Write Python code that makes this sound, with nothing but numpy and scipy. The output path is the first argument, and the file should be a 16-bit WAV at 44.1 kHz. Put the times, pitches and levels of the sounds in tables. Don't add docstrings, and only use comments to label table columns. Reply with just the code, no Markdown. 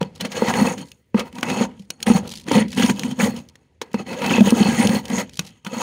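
import sys
import numpy as np
from scipy import signal
from scipy.fft import rfft, irfft, next_fast_len
from scipy.io import wavfile
from scipy.ndimage import uniform_filter1d, map_coordinates

SR = 44100
rng = np.random.default_rng(int(sys.argv[2]) if len(sys.argv) > 2 else 0)


def wrap_up_sound(samples):
    columns = np.atleast_2d(samples).T
    tamed = np.clip(columns, -1, 1)
    steps = np.round(tamed * 32767).astype(np.int16)
    wavfile.write(sys.argv[1], SR, steps)


N = 256662

# (frequency [Hz], width [Hz], relative level [dB])
LINER = [(372, 72, -3.5), (493, 45.7, 5.5), (665, 540, -13), (803, 99, -2), (945, 56, 1), (1243, 77, -8)]
# (frequency [Hz], width [Hz], relative level [dB])
SPOON = [(1648, 21, 6.5), (1998, 170, 3), (2250, 160, -5.5), (2600, 60, 5), (3077, 390, -0.5),
         (4336, 58, 2.5), (5750, 100, -10.5), (6600, 284, 3), (8480, 350, -11), (9200, 324, -3),
         (10800, 330, -25), (11330, 300, -21), (15100, 3400, -10)]


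def amp(db):
    return 10 ** (np.asarray(db) / 20)


def unit(x):
    return x / np.sqrt(np.mean(x ** 2) + 1e-20)


def along(points, hz):
    f, v = np.transpose(points)
    return np.interp(np.log(hz + 1), np.log(f + 1), v)


def wobble(rate):
    knots = rng.standard_normal(int(N * rate / SR) + 4)
    return map_coordinates(knots, [np.arange(N) * rate / SR])


def filtered(x, response):
    m = next_fast_len(N + SR // 2)
    spectrum = rfft(x, m) * response(np.fft.rfftfreq(m, 1 / SR))
    return irfft(spectrum, m)[..., :N]


def modes(table):
    def response(f):
        return sum((-1) ** k * amp(db) * 1j * f * width / (centre * centre - f * f + 1j * f * width)
                   for k, (centre, width, db) in enumerate(table))
    return response


def crush(rate, ms, spread_db, smooth):
    happens = rng.random(N) < rate / SR
    breaks = happens * amp(spread_db * rng.standard_normal(N))
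    u = 1000 * np.arange(SR // 20) / SR / ms
    bursts = signal.fftconvolve(breaks, u * np.exp(-u))[:N]
    return (unit(bursts) + smooth) * rng.standard_normal(N)


def ringing(excite, table, lift_db, unrest_db):
    total = 0
    for mode in table:
        unrest = unrest_db * (wobble(18) + 1.2 * wobble(4.057))
        total = total + amp(unrest + lift_db(mode[0])) * filtered(excite(), modes([mode]))
    return total


def scraping():
    # (time [s], pressure as level of the crystal hiss [dB])
    strokes = [
        [(0, -70), (.012, -31), (.045, -48.5), (.12, -65), (.19, -62)],
        [(.205, -31), (.236, -38.5), (.252, -26.5), (.294, -48)],
        [(.31, -44), (.366, -27.5), (.45, -34), (.5, -21), (.53, -38), (.56, -28), (.672, -28), (.735, -36),
         (.755, -47.5), (.82, -40), (.848, -56), (.96, -71), (1.135, -81)],
        [(1.148, -46), (1.2, -27.5), (1.234, -49.5), (1.278, -46.5), (1.31, -67)],
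        [(1.35, -53), (1.385, -47.5), (1.42, -53)],
        [(1.435, -37), (1.45, -34.5), (1.49, -32.5), (1.558, -32), (1.63, -29), (1.655, -35.5), (1.68, -57),
         (1.754, -63), (1.89, -73)],
        [(1.91, -61), (1.99, -65), (2.03, -45.5), (2.055, -58)],
        [(2.068, -23.5), (2.108, -27.5), (2.128, -33.5), (2.164, -22.5), (2.185, -33), (2.216, -51.5),
         (2.26, -48.5), (2.44, -70.5)],
        [(2.48, -39.5), (2.52, -29), (2.556, -22), (2.614, -29.5), (2.64, -39), (2.7, -55), (2.76, -43)],
        [(2.778, -24), (2.832, -21), (2.882, -31), (2.9, -22.5), (2.922, -34.5), (2.94, -46.5), (2.985, -43)],
        [(3.03, -38.5), (3.07, -38), (3.12, -43), (3.152, -54.5), (3.18, -47.5)],
        [(3.198, -26.5), (3.25, -27), (3.3, -39.5), (3.33, -49), (3.376, -40.5), (3.41, -54.5), (3.476, -69.5),
         (3.62, -70), (3.8, -86)],
        [(3.82, -54), (3.9, -63), (3.935, -56.5), (3.947, -30.5), (3.97, -50.5), (4.0, -34), (4.025, -45.5),
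         (4.045, -62)],
        [(4.07, -42), (4.09, -35.5), (4.14, -34), (4.172, -36.5), (4.244, -28.5), (4.31, -26), (4.378, -25),
         (4.426, -37), (4.48, -27), (4.54, -35), (4.6, -24.5), (4.7, -27), (4.8, -24), (4.85, -25), (4.88, -34),
         (4.95, -24.5), (5.0, -36), (5.015, -50.5)],
        [(5.068, -48.5), (5.1, -35), (5.208, -29), (5.235, -42), (5.26, -55.5), (5.38, -69)],
        [(5.4, -39), (5.43, -48.5), (5.54, -61), (5.64, -71)],
        [(5.662, -41.5), (5.696, -52), (5.734, -38), (5.82, -33.5)],
    ]
    # (time [s], wall drumming [dB], coarse crunch [dB],
    # best-ringing part of the spoon [Hz], lift of the finest fizz [dB])
    angles = [(0, -1, 7.5, 2780, -24), (.19, 1, -2, 3260, -16), (.3, -4, 3.5, 1996, -4),
              (.42, 3, 7, 1980, -3.5), (0.619, 2, 4, 2060, -2), (.76, 8, -2, 4380, -3),
              (.85, -5.5, -2.5, 1980, 5.5), (1.145, -5.5, 3.5, 2300, -11), (1.25, 3.5, 5.5, 2320, -0.5),
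              (1.42, 5.5, 5.5, 2420, -6), (1.669, 16.5, 11, 2300, -19), (1.76, 7, 1.5, 4070, 0.5),
              (2.059, -11.5, 1, 2500, -4.5), (2.199, 11, 6.5, 2860, -8), (2.471, 2, 2, 2220, -6),
              (2.63, 8.5, -5, 2240, -15), (2.76, 3.5, 0, 2270, -2), (2.93, 5, -1.5, 2400, -2.5),
              (2.98, 10, 2, 3100, 1.5), (3.18, 5.5, 3.5, 2245, 3), (3.31, 8, 1.5, 3520, -2.5),
              (3.451, -0.5, 5, 2320, 0), (3.8, 0, 3.5, 2560, -9.5), (4.05, -0.5, 2.5, 1950, -6.5),
              (4.2, 2.5, 1, 2380, -8), (4.42, 1.5, 6, 3260, -0.5), (4.58, 3.5, 0.5, 4320, -3.5),
              (4.7, 4.5, -0.5, 2015, -1.5), (4.87, 2.5, 1, 4350, -1.5), (5.04, 4, 3.5, 1967, 0.5),
              (5.25, -1, -4, 3000, -4), (5.64, -4, 6.5, 2750, 1)]
    # (frequency [Hz], width [Hz], relative level [dB])
    wall_modes = [(167, 57, -1.5), (228, 48, 3.5), (267, 44, -0.5)]
    # (frequency [Hz], width [Hz], relative level [dB])
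    case_mode = (95, 50, -18)
    # (frequency [Hz], relative level [dB])
    frost = [(900, -39), (1500, -12), (2600, -17), (5000, -12.5), (7400, -20), (10000, -23.5),
             (13000, -26.5), (16000, -44.5)]
    usual_db = -30
    wall_grows, crunch_grows = .9, 1
    focus_db, focus_spread = 6, .13

    t = np.arange(N) / SR
    hiss_db = np.interp(t, *np.transpose(np.concatenate(strokes)))
    starts, *held = np.transpose(angles)
    now = np.searchsorted(starts, t, side="right") - 1
    wall_db, crunch_db, focus, fizz_db = (uniform_filter1d(column[now], size=900) for column in held)
    wall_db = wall_db + usual_db + wall_grows * (hiss_db - usual_db)
    crunch_db = crunch_db + usual_db + crunch_grows * (hiss_db - usual_db)
    grip = amp(1.6 * wobble(35))

    def breaks():
        return grip * crush(220, 1.7, 4, .7)

    def near_focus(hz):
        return focus_db * np.exp(-(np.log(hz / focus) / focus_spread) ** 2)

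    wall = filtered(breaks(), modes(wall_modes + [case_mode]))
    crunch = ringing(breaks, LINER, lambda hz: 0, unrest_db=2)
    direct = filtered(breaks(), lambda f: amp(along(frost, f)))
    hiss = unit(ringing(breaks, SPOON, near_focus, unrest_db=2) + direct)
    fizz = filtered(hiss, lambda f: 1 / (1 + (5200 / (f + 1)) ** 6))
    crystals = amp(hiss_db) * (hiss + (amp(fizz_db) - 1) * fizz)
    return amp(wall_db) * unit(wall) + amp(crunch_db) * unit(crunch) + crystals


def rumble(push):
    # (frequency [Hz], relative level [dB])
    colour = [(18, -79), (30, -52.5), (53, -10), (75, -11), (210, -23.5), (512, -28.5), (684, -39.5),
              (822, -62.5), (2060, -41), (16000, -68)]
    # (time [s], level [dB])
    rest = [(0, -56), (.15, -50), (.5, -63), (.9, -59), (1.02, -68), (1.15, -59), (1.85, -64), (2.301, -50),
            (3.1, -56), (3.5, -58.5), (3.85, -60.5), (4.1, -60), (5.1, -48), (5.45, -52), (5.62, -67),
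            (5.82, -60)]
    shake_db, shake_s = -25.5, .045

    noise = filtered(rng.standard_normal(N), lambda f: amp(along(colour, f)))
    power = filtered(push ** 2, lambda f: 1 / (1 + 2j * np.pi * f * shake_s))
    swell = np.sqrt(np.abs(power))
    still = amp(np.interp(np.arange(N) / SR, *np.transpose(rest)))
    return (still + amp(shake_db) * swell) * amp(.65 * wobble(23)) * unit(noise)


def cabinet(x):
    # (frequency [Hz], time to fall by 60 dB [s])
    decay = [(200, 0.39), (1000, 0.14), (4000, 0.057), (12000, 0.0067)]
    hz, t, z = signal.stft(rng.standard_normal(SR // 2), SR, nperseg=256)
    fading = z * amp(-60 * t / along(decay, hz)[:, None])
    tail = signal.istft(fading, SR, nperseg=256)[1]
    return signal.fftconvolve(x, tail / np.linalg.norm(tail))[:N]


def cracks():
    # (time [s], burst level before colouring [dB],
    # part under 2.5 kHz relative to it before the common low gain [dB], time to fall by 60 dB [ms])
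    crusts = [(0.0123, -20, -5, 17), (0.0288, -12, -2, 7.2), (0.1572, -30, -35, 17),
              (0.2082, -11.5, -11.5, 34), (0.2489, -21.5, -3.5, 57), (0.3172, -25.5, -4, 83),
              (0.4841, -5, -5, 6.4), (0.5373, -15, 8.5, 15), (0.7777, -30, -7, 93),
              (0.9164, -21, -18, 11.5), (1.144, -33.5, 12.5, 20), (1.176, -36, 11, 22),
              (1.193, -19, -4.5, 62), (1.3269, -30.5, -9, 13), (1.353, -29.5, -12, 29),
              (1.384, -24, 2.5, 21), (1.4093, -14.5, -20, 7.7), (1.429, -11, 3.5, 23), (1.486, -20, 3, 14),
              (1.5, -13.5, -1, 16), (1.537, -28, -8, 32), (1.7943, -35.5, -32, 25), (1.9034, -4, -15, 12.9),
              (2.0032, -24, -10, 11), (2.0273, -4, -21, 14), (2.0674, -19.5, 11, 9.1),
              (2.2753, -16, -30, 13), (2.292, -13, -33, 9.9), (2.3168, -20, -48, 25),
              (2.337, -15.5, -11, 11), (2.3765, -34, -19, 25), (2.397, -27, -16, 18), (2.4663, -30, -3, 15),
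              (2.484, -15.5, 1.5, 12.6), (2.5155, -10.5, -5.5, 20), (2.6812, -29.5, -23, 32),
              (2.7279, -23.5, -5, 31), (2.7737, -21, 2, 22), (2.7965, -11.5, -7, 20), (2.822, -17, 6.5, 29),
              (2.862, -7, -12, 11), (2.8954, -19.5, 7, 22), (2.994, -7.5, -19, 12), (3.034, -11.5, -1, 10),
              (3.1118, -18, -7, 11.7), (3.1987, -33.5, 17, 110), (3.363, -23, -23, 23),
              (3.487, -29.5, -32, 13), (3.496, -36, -16.5, 13), (3.555, -33.5, -4, 16.3),
              (3.8146, -18.5, -3.5, 39), (3.915, -42, -3, 24), (3.931, -25, -30, 12),
              (3.9419, -22.5, 2, 19), (4.0647, -39.5, 11, 22), (4.129, -30, 3, 49), (4.183, -39, -5, 16),
              (4.2184, -22, 3, 26), (4.2435, -28.5, 8.5, 52), (4.262, -11, -8, 16), (4.3062, -25, 9, 90),
              (4.365, -30, 11, 37), (4.4066, -14, -5, 23), (4.474, -27, 0, 17), (4.505, 4.5, -34, 6.2),
              (4.8715, 0.5, -26, 10), (4.8923, -13, -1, 14), (5.0533, -19, -14, 23), (5.0814, -20, -25, 14),
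              (5.1003, -15, -32, 13), (5.1813, -21, -4, 60), (5.294, -23, -12, 9.9), (5.3702, -29, -10, 16),
              (5.3924, -1, -11.5, 14.2), (5.648, -19.5, -6, 15), (5.665, -23.5, 3, 30)]
    # (frequency [Hz], relative level [dB])
    snap_colour = [(80, -21.5), (150, 3), (700, -9), (2500, 0.5), (6000, -0.5), (10000, -19.5),
                   (16000, -36)]
    high, low, t = np.zeros(N + SR), np.zeros(N + SR), np.arange(SR // 10) / SR
    noise = rng.standard_normal((len(crusts), len(t)))
    for (s, db, low_db, t60), burst in zip(crusts, noise):
        burst = burst * amp(db - 60000 * t / max(t60, 3)) * (1 - np.exp(-t / .00099))
        start = round(s * SR)
        high[start:][:len(t)] += burst
        low[start:][:len(t)] += burst * amp(low_db)

    def snap(f):
        return amp(along(snap_colour, f))

    def treble(f):
        return 1 / (1 + (2500 / (f + 1)) ** 6)

    spoon = modes(SPOON)
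    bright = filtered(high[:N], lambda f: treble(f) * (snap(f) + 1.2 * spoon(f)))
    dark = filtered(low[:N], lambda f: (1 - treble(f)) * snap(f))
    return bright + amp(12) * dark


def thumps():
    # (time [s], level before the bass cut [dB],
    # shift of the upper modes against it [dB], panel pitch [Hz])
    chunks = [(0.014, -13.5, 6.5, 169.7), (.217, -22, -13.5, 194), (.357, -33, 0, 263),
              (.421, -12, 12.5, 221), (.578, -30, 0, 250), (.615, -7, -11.5, 223), (.787, -29, -6, 273),
              (1.145, -6, 0, 216.5), (1.194, -20, -1.5, 226), (1.346, -34, -4, 229),
              (1.38, -33.5, -26, 265), (1.609, -9.5, 5.5, 223), (1.797, -30.5, -11, 195),
              (2.071, -9, -14, 218), (2.101, -1.5, -4, 226), (2.151, -7.5, -31, 184),
              (2.481, -26, 6.5, 315), (2.513, -11.5, 9, 277.6), (2.558, -6.5, -25.5, 208),
              (2.573, -6.5, -15.5, 230), (2.61, -14.5, -14, 222.4), (2.65, -20, -14, 222),
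              (2.778, -10.5, -7, 248), (2.795, -13, -14.5, 240.6), (2.836, -5, -28, 225),
              (2.898, -9, 2.5, 218), (3.046, -18.5, -25, 238), (3.08, -22.5, -23, 201),
              (3.113, -21.5, -18, 234), (3.197, -15, -5, 230), (3.229, -9, -16.5, 214),
              (3.283, -13, -15, 223), (3.34, -24.5, -2, 226), (3.816, -37, 23.5, 256),
              (3.943, -13, 5.5, 217.5), (4.214, -24.5, 0, 220), (4.312, -12, -21, 262),
              (4.347, -11.5, -12.5, 230), (4.382, -7, 4, 220), (4.407, 2, -30, 215), (4.472, -11, 5.5, 190),
              (4.523, -3.5, -1, 233), (4.607, -2.5, -20, 219), (4.657, -13.5, 0, 193),
              (4.797, -16, -12, 250), (4.851, -8.5, -23, 200.6), (4.894, -8, -23, 199),
              (5.1, -16.5, -19, 235), (5.13, -15.5, -26, 213), (5.187, -19.5, -19, 219),
              (5.392, -21.5, -27, 177), (5.667, -26, -7, 204), (5.728, -25.5, -16, 234),
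              (5.766, -21, -10, 227)]
    tear_s = .014
    out, t = np.zeros(N + SR), np.arange(SR // 5) / SR
    chance = rng.standard_normal((len(chunks), len(LINER)))
    stop = amp(-60 * np.maximum(t - tear_s, 0) / .03)
    for (s, db, upper_db, pitch), scatter in zip(chunks, chance):
        strengths = amp(upper_db + 2 * scatter)
        ring = 0
        for k, ((hz, width, level), strength) in enumerate(zip(LINER, strengths)):
            fade = np.exp(-1.6 * np.pi * width * t)
            ring = ring + (-1) ** k * strength * amp(level - 11) * fade * np.sin(2 * np.pi * hz * t)
        swing = np.sin(2 * np.pi * pitch * t) * stop
        out[round(s * SR):][:len(t)] += amp(db) * (swing + ring)
    return filtered(out[:N], lambda f: (1j * f / (110 + 1j * f)) ** 2)


def crumbs():
    # (time [s], length [s], level at the fullest [dB])
    showers = [(0.143, 0.058, -50), (0.836, 0.1, -55), (1.792, 0.076, -59), (2.267, 0.18, -41),
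               (2.687, 0.13, -43), (2.926, .06, -48), (3.06, 0.089, -52), (3.334, 0.1, -52),
               (4.99, 0.04, -61), (5.306, 0.15, -47.5), (5.428, 0.088, -48)]
    # (frequency [Hz], relative level [dB])
    crumb_colour = [(900, -29), (2000, -9.5), (4500, -1), (9000, -11), (16000, -15.5)]
    t = np.arange(N) / SR
    density = sum(amp(db) * np.sin(np.pi * np.clip((t - s) / length, 0, 1) ** .91)
                  for s, length, db in showers)
    patter = filtered(crush(110, .91, 4.5, .52), lambda f: amp(along(crumb_colour, f)))
    return density * unit(patter)


def scene():
    push = scraping() + thumps()
    near = push + cracks() + crumbs()
    cabinet_db = -19
    mono = near + amp(cabinet_db) * cabinet(near) + rumble(push)
    return np.tile(mono, (2, 1))


def record(dry):
    # (frequency [Hz], level [dB])
    phone = [(20, -30), (45, -14), (90, 0), (11500, 0), (12300, -9), (14300, -9), (14600, -1), (15000, -5),
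             (15700, -7), (15900, -24), (16400, -34), (17000, -60)]
    top_hz = 17000
    coloured = filtered(dry, lambda hz: amp(along(phone, hz)))
    held = coloured / (1 + np.abs(coloured / .9) ** 4) ** (1 / 4)
    return filtered(held, lambda hz: hz < top_hz)


dry = scene()
out = record(dry)
wrap_up_sound(out)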